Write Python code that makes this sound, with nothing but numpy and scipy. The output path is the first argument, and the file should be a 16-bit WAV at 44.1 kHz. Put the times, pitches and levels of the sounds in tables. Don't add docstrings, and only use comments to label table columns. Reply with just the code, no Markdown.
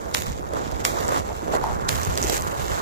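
import sys
import numpy as np
from scipy import signal
from scipy.fft import rfft, irfft, next_fast_len
from scipy.io import wavfile

SR = 44100
rng = np.random.default_rng(int(sys.argv[2]) if len(sys.argv) > 2 else 0)


def generate_wav(sig):
    pcm = np.round(np.clip(np.atleast_2d(sig).T, -1, 1) * 32767).astype(np.int16)
    wavfile.write(sys.argv[1], SR, pcm)


def ratio(d):
    e = np.asarray(d, float) / 20
    return 10 ** e


N = 123921

# (frequency [Hz], density [dB per Hz])
ICE_HISS = [(1500, 1.5), (2500, -3.5), (4000, -3), (5200, -4), (7300, 1), (8300, -7), (13500, -6),
            (15500, -2)]
CRACK_TIMES = [
    .1481,
    .8508,
    1.8915,
    2.1757,
]
# (body [dB], edge [dB], air [dB], forerunner [dB])
CRACK_LEVELS = [
    (5.5, -14, 6, -0.5),
    (6, 4, 11, -12),
    (-2, -6, 8, -2.5),
    (-20, 0.5, -1, -18),
]
# (low [Hz], high [Hz])
CRACK_BANDS = [
    (250, 3800),
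    (1090, 4200),
    (4460, 8200),
    (8100, 13400),
    (3480, 8100),
]


def rms_one(x):
    return x / np.sqrt(np.mean(x ** 2) + 1e-20)


def in_time(rows):
    s, *columns = np.transpose(rows)
    return [np.interp(np.arange(N) / SR, s, c) for c in columns]


def at_hz(points, hz):
    point_hz, value = np.transpose(points)
    return np.interp(np.log(hz + 1), np.log(point_hz), value)


def colour(x, spectrum):
    gain = ratio(at_hz(spectrum, np.linspace(0, SR / 2, 4097)))
    cepstrum = irfft(np.log(gain / np.sqrt(np.mean(gain ** 2))))
    cepstrum[1:4096] *= 2
    cepstrum[4097:] = 0
    impulse = irfft(np.exp(rfft(cepstrum)))[None, :4096]
    return signal.fftconvolve(x, impulse)[:, :N]


def band(x, low_hz, high_hz):
    return signal.sosfilt(signal.butter(2, [low_hz, high_hz], "band", fs=SR, output="sos"), x)


def drift(rate_hz):
    r = np.exp(-80 * np.pi * rate_hz / SR)
    slow = signal.lfilter([1], [1, -2 * r, r * r], rng.standard_normal(N // 40 + 2002))[2000:]
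    return np.interp(np.arange(N) / 40, np.arange(len(slow)), rms_one(slow))


def decay(s, db, tau, rise=1e-5):
    t = np.arange(N) / SR - np.asarray(s)[:, None]
    return ratio(np.asarray(db))[:, None] * np.exp(np.where(t < 0, t / rise, -t / tau))


def gate(s, span, edge):
    t = np.arange(N) / SR
    return np.clip(np.minimum(t - s, s + span - t) / edge, 0, 1)


def noise():
    return rng.standard_normal((2, N))


def random_signs():
    return rng.choice([-1., 1.], (2, N))


def chatter():
    bites_per_s, bite_s, spread_db, jitter = 170, .0008, 2.8, .45
    draw = rng.standard_normal((1500, 2))
    gaps_s = np.exp(jitter * draw[:, 0]) / bites_per_s
    at = (np.cumsum(gaps_s) * SR).astype(int)
    bites = np.zeros(N)
    bites[at[at < N]] = ratio(spread_db * draw[at < N, 1])
    r = np.exp(-2 / (bite_s * SR))
    return rms_one(signal.lfilter([1], [1, -2 * r, r * r], bites))


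def blade(bites):
    # (time [s], hiss level [dB], extra brightness [dB], chatter depth [0-1])
    pressure = [(0, -44.5, -5, 0), (.14, -46, -2, 0.2), (.17, -31.5, -1, 0.73), (.24, -37, -2.5, 0.34),
                (.38, -41.5, -9.5, 0.2), (.41, -50.5, 1, 0.54), (.52, -48, -8, 0), (.56, -38.5, -9.5, 0),
                (.83, -43.5, -7, 0.3), (.92, -36, -4, 0.08), (1.19, -32.5, -4.5, 0.16),
                (1.22, -42, -5, 0.1), (1.88, -46.5, -6, 0), (1.93, -32, -0.5, 0.46),
                (2.14, -36.5, -3, 0.23), (2.37, -26, -2.5, 0.28), (2.4, -39, 0.5, 0),
                (2.81, -36.5, -5.5, 0.23)]
    # (time [s], length [s], hiss level [dB])
    dig_events = [
        (0.783, 0.043, -47.5),
        (1.514, 0.061, -35.5),
        (1.62, 0.146, -48),
        (2.47, 0.017, -32.5),
        (2.595, 0.2, -45),
    ]
    db, bright_db, depth = in_time(pressure)
    depth = np.clip(depth + .15, .25, .8)
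    digs = sum(ratio(d) * gate(s, span, 0.012) for s, span, d in dig_events)
    pulse = np.sqrt(1 - depth ** 2) + depth * bites
    x = colour(noise() * pulse * (ratio(db + 1.7 * drift(55)) + digs), ICE_HISS)
    brighter_db = bright_db + 0.07 * (db + 29.5)
    edges_hz = [900, 1800, 2600, 3600, 4800, 6200, 8300, 11000, 14000, 18000]
    out = np.zeros((2, N))
    for i, (low, high) in enumerate(zip(edges_hz, edges_hz[1:])):
        patch_db = 1 + .9 * drift(25) + brighter_db * (low > 8000)
        out += (-1) ** i * band(x, low, high) * ratio(patch_db)
    return out


def sheet(bites):
    # (time [s], drumming level [dB], ringing level [dB])
    load = [(0, -39, -40.5), (.28, -39, -42.5), (.36, -41.5, -46.5), (.5, -39, -40.5), (.55, -33, -34),
            (.66, -37.5, -41), (.82, -36, -40), (1.0, -33.5, -34), (1.17, -31.5, -27.5), (1.23, -38, -43),
            (1.42, -39.5, -41.5), (1.55, -27.5, -32), (1.6, -33, -35.5), (1.68, -36.5, -35.5),
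            (1.85, -37.5, -34.5), (2.32, -32.5, -37.5), (2.42, -37, -37), (2.81, -36, -33.5)]
    # (frequency [Hz], density [dB per Hz])
    drum_spectrum = [(120, -8.5), (250, -3), (420, 1), (700, -0.5), (1000, -9.5), (1600, -40), (2200, -30),
                     (3000, -40.5)]
    # (frequency [Hz], density [dB per Hz])
    ring_spectrum = [(500, -24.5), (800, 3), (1100, 6), (1350, 3), (1700, -5.5), (2100, -15), (3000, -34)]
    drum_db, ring_db = in_time(load)
    drum = noise() * (0.94 + 0.29 * bites) * ratio(drum_db + 7.5 + 0.73 * drift(12.0))
    drum = colour(drum, drum_spectrum)
    ring = noise() * (0.88 + .5 * bites) * ratio(ring_db + 3.5 + 1.7 * drift(13.2))
    return drum + colour(ring, ring_spectrum)


def wind():
    # (time [s], level [dB])
    gusts = [(0, -41.5), (.06, -38.5), (.4, -37.5), (1.1, -37.5), (1.5, -38), (2.2, -32.5), (2.5, -40.5),
             (2.81, -35.5)]
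    # (time [s], level [dB], half length [s])
    buffets = [(.29, -28.5, 0.022), (0.736, -38, 0.017), (0.825, -35.5, 0.017), (0.902, -42, 0.01),
               (1.047, -42, 0.057), (1.184, -38, 0.012), (1.503, -39, 0.019), (1.708, -34, 0.053),
               (1.817, -40, 0.028), (1.951, -33.5, .03), (2.085, -28, 0.018), (2.262, -29, 0.022),
               (2.344, -38, .02), (2.458, -35.5, 0.051), (2.595, -36, .03), (2.72, -29, 0.015)]
    # (frequency [Hz], density [dB per Hz])
    wind_spectrum = [(20, -15), (40, 2.5), (70, 8.5), (110, 3), (170, -1.5), (260, -6.5), (400, -46.5)]
    db, = in_time(gusts)
    t = np.arange(N) / SR
    level = ratio(db) + sum(ratio(d) * np.exp(-((t - s) / half) ** 2) for s, d, half in buffets)
    lumps_db = 4.0 + 1.03 * np.array([drift(6.7), drift(11.5)])
    return colour(noise() * level * ratio(lumps_db), wind_spectrum)


def clicks(db, lag_s=0):
    out = np.zeros(N)
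    out[((np.array(CRACK_TIMES) + lag_s) * SR).astype(int)] = ratio(db)
    return out


def cracks():
    s = np.array(CRACK_TIMES)
    _, edge_db, air_db, fore_db = np.transpose(CRACK_LEVELS)
    _, _, edge_band, air_band, fore_band = CRACK_BANDS
    shards = random_signs()
    air = band(band(clicks(air_db - 2.5), *air_band), *air_band)
    edge = band(shards * decay(s, edge_db + 2, .0006, rise=.00005).sum(0), *edge_band)
    swell = decay(s - 0.0012, fore_db - 3.5, 0.00022, rise=0.0029).sum(0)
    forerunner = band(shards[::-1] * swell, *fore_band)
    tail = decay(s, air_db - 11 - 18.5, 0.036).sum(0)
    return air + edge + forerunner + colour(shards[::-1] * tail, ICE_HISS)


def crack_bodies():
    body_db = np.transpose(CRACK_LEVELS)[0] + 6
    far_lag_s, far_db = 0.00054, 11.5
    near = band(clicks(body_db), *CRACK_BANDS[0])
    far = band(clicks(body_db + far_db, far_lag_s), *CRACK_BANDS[1])
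    return np.array([far, near])


def snaps():
    # (time [s], peak [dB])
    snap_events = [(0.2215, -17), (0.2922, -37), (0.536, -26), (0.715, -27), (0.801, -32), (0.8644, -34),
                   (0.87, -38), (0.9926, -46), (1.1653, -35), (1.2795, -34), (1.365, -33), (1.3962, -45),
                   (1.448, -37), (1.551, -21), (1.6398, -25), (1.6854, -42), (.843, -27), (2.1752, -15.5),
                   (0.202, -24), (0.211, -23), (2.298, -9)]
    s, db = np.transpose(snap_events)
    snap_s = .0009
    return colour(random_signs() * decay(s, db + 3.0, snap_s, rise=snap_s / 4).sum(0), ICE_HISS)


def ticks():
    # (time [s], peak [dB])
    tick_events = [(0.32, -27), (0.3768, -44), (0.477, -44), (0.4894, -34), (0.5476, -43), (0.5836, -45),
                   (1.038, -29), (1.081, -20), (1.092, -20), (1.1447, -23), (1.1834, -28), (1.1926, -28),
                   (1.2052, -35), (1.4273, -37), (1.5051, -40), (1.5333, -34), (1.6281, -40), (1.7306, -33),
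                   (1.748, -31), (1.9344, -37), (1.9566, -18), (2.016, -20), (2.0323, -23), (2.0498, -16),
                   (2.1024, -34), (2.1251, -32), (2.1407, -23), (2.155, -21), (2.2109, -28), (2.2173, -21),
                   (2.2273, -15), (2.232, -18), (2.2387, -14), (2.2465, -18), (2.2512, -25), (2.2573, -27),
                   (2.27, -21), (2.2781, -25), (2.2845, -22), (2.2883, -27), (2.3018, -17), (2.309, -26),
                   (2.3149, -32), (2.3253, -16), (2.3283, -17), (2.3357, -20), (2.3432, -24), (2.3489, -25),
                   (2.3534, -22), (2.3587, -28), (2.368, -18), (2.371, -20), (2.3787, -21), (2.4103, -25),
                   (2.4216, -16), (2.472, -25), (2.6831, -27)]
    s, db = np.transpose(tick_events)
    tick_s = 0.00065
    x = random_signs() * decay(s, db + 7.5, tick_s, rise=tick_s / 4).sum(0)
    return band(x, 4840, 8000) + ratio(-7) * colour(x, ICE_HISS)


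def knocks():
    # (time [s], peak [dB], pitch [Hz], left-right [dB])
    knock_events = [(0.394, -36, 310, -26), (0.512, -28, 550, -3.5), (0.534, -20, 474, -8),
                    (0.667, -27, 307, -14), (1.121, -20, 570, -12), (1.43, -24, 310, -11),
                    (1.551, -18, 380, -3), (1.64, -10.5, 910, 2), (1.668, -20, 910, 1),
                    (2.244, -19, 372, -9), (2.329, -19.5, 380, -5)]
    t, out = np.arange(N) / SR, np.zeros((2, N))
    cycles = 5
    for s, db, hz, pan_db in knock_events:
        pan = ratio(np.array([[pan_db], [-pan_db]]) / 2)
        envelope = decay([s + 0.0012], [db], cycles / hz / 3, rise=0.0007)
        out += pan * envelope * np.sin(2 * np.pi * hz * (t - s))
    return out


def rasps(bites):
    # (time [s], length [s], level [dB], resonance [Hz])
    rasp_events = [
        (0.592, 0.053, -44.5, 420),
        (1.287, 0.051, -40, 870),
        (1.527, 0.033, -33, 820),
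        (1.623, 0.12, -38, 910),
        (1.993, 0.022, -53, 780),
        (2.512, 0.09, -47, 606),
    ]
    out = np.zeros((2, N))
    for s, span, db, hz in rasp_events:
        rasp = rms_one(band(noise(), hz * 0.75, hz * 1.08)) * (1.68 + 0.93 * bites)
        sides = .5 * rasp[1] * np.array([[1], [-1]])
        out += ratio(db) * gate(s, span, 0.013) * (rasp[0] + sides)
    return out


def ports(pair):
    # (frequency [Hz], level [dB])
    shade = [(60, -4), (200, -8), (500, -6), (1100, -2), (2400, 0), (3300, -1.5), (4300, -9), (15000, -9)]
    # (frequency [Hz], likeness [0-1])
    likeness = [(100, 0.03), (260, 0.47), (700, 0.82), (1300, 0.87), (1900, 0.63), (2350, 0.067),
                (3000, 0.48), (4500, 0.16), (15000, 0.15)]
    # (start [s], frequency where the ports cancel [Hz], treble lag [s])
    bearings = [
        (0, 2880, 0.0006),
        (.52, 2600, 0.00047),
        (1.22, 3190, 0.00056),
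        (1.88, 3600, 0.0004),
    ]
    lag_low_s, turn_hz, treble_hz = 0.00036, 1310, 2330
    size = next_fast_len(N + 4096)
    hz = np.arange(size // 2 + 1) * SR / size
    shared, own = rfft(pair, size) * ratio(at_hz(shade, hz))
    alike = np.clip(at_hz(likeness, hz), 0, 1)
    far = irfft(np.sqrt(1 - alike ** 2) * own, size)[:N]
    ends = [s for s, _, _ in bearings[1:]] + [N / SR + 1]
    for (s, cancel_hz, lag_s), end in zip(bearings, ends):
        low_turns = lag_low_s * np.maximum(hz - turn_hz, 0)
        turns = np.where(hz < treble_hz, low_turns, lag_s * (hz - cancel_hz))
        lagged = irfft(alike * shared * np.exp(-2j * np.pi * turns), size)[:N]
        far -= gate(s - .01, end - s + .01, .01) * lagged
    return np.array([far, pair[0]])


def hollow(x):
    # (time [s], length [s], centre [Hz], width [Hz])
    dropouts = [(.008, .02, 2700, 250), (.18, .035, 3300, 300), (.215, .045, 3320, 150),
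                (.25, .03, 2900, 350), (.28, .05, 3050, 120), (.325, .035, 3150, 250),
                (.35, .045, 2950, 350), (.395, .05, 3000, 150), (.463, .024, 1080, 120),
                (.872, .055, 2830, 380), (.927, .05, 2730, 170), (1.02, .03, 3150, 200),
                (1.02, .055, 2480, 150), (1.33, .035, 2980, 130), (1.93, .09, 3600, 130),
                (2.23, .025, 1120, 100), (2.275, .045, 3600, 200), (2.35, .17, 3550, 100),
                (2.47, .07, 2350, 100), (2.525, .03, 3500, 200), (2.63, .07, 2450, 110)]
    hz = np.arange(N // 2 + 1) * SR / N
    shared = rfft(x.mean(0))
    lost = np.zeros(N)
    for s, span, at, width in dropouts:
        notch = np.clip(3 - 3.2 * abs(hz - at) / width, 0, 1)
        lost += gate(s - .016, span + .032, .006) * irfft(shared * notch, N)
    return x - lost


def scene():
    bites = chatter()
    underfoot = blade(bites) + sheet(bites) + cracks() + snaps() + ticks() + wind()
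    return ports(underfoot) + knocks() + rasps(bites) + crack_bodies()


def roll_off(x):
    return signal.sosfilt(signal.butter(12, 16520, fs=SR, output="sos"), x)


def record(dry):
    limit, mic_top_hz = .74, 15450
    limited = limit * np.tanh(dry / limit)
    top_cut = signal.cheby2(10, 50, mic_top_hz + 500, fs=SR, output="sos")
    mix = hollow(signal.sosfilt(top_cut, limited))
    return roll_off(mix)


dry = scene()
out = record(dry)
generate_wav(out)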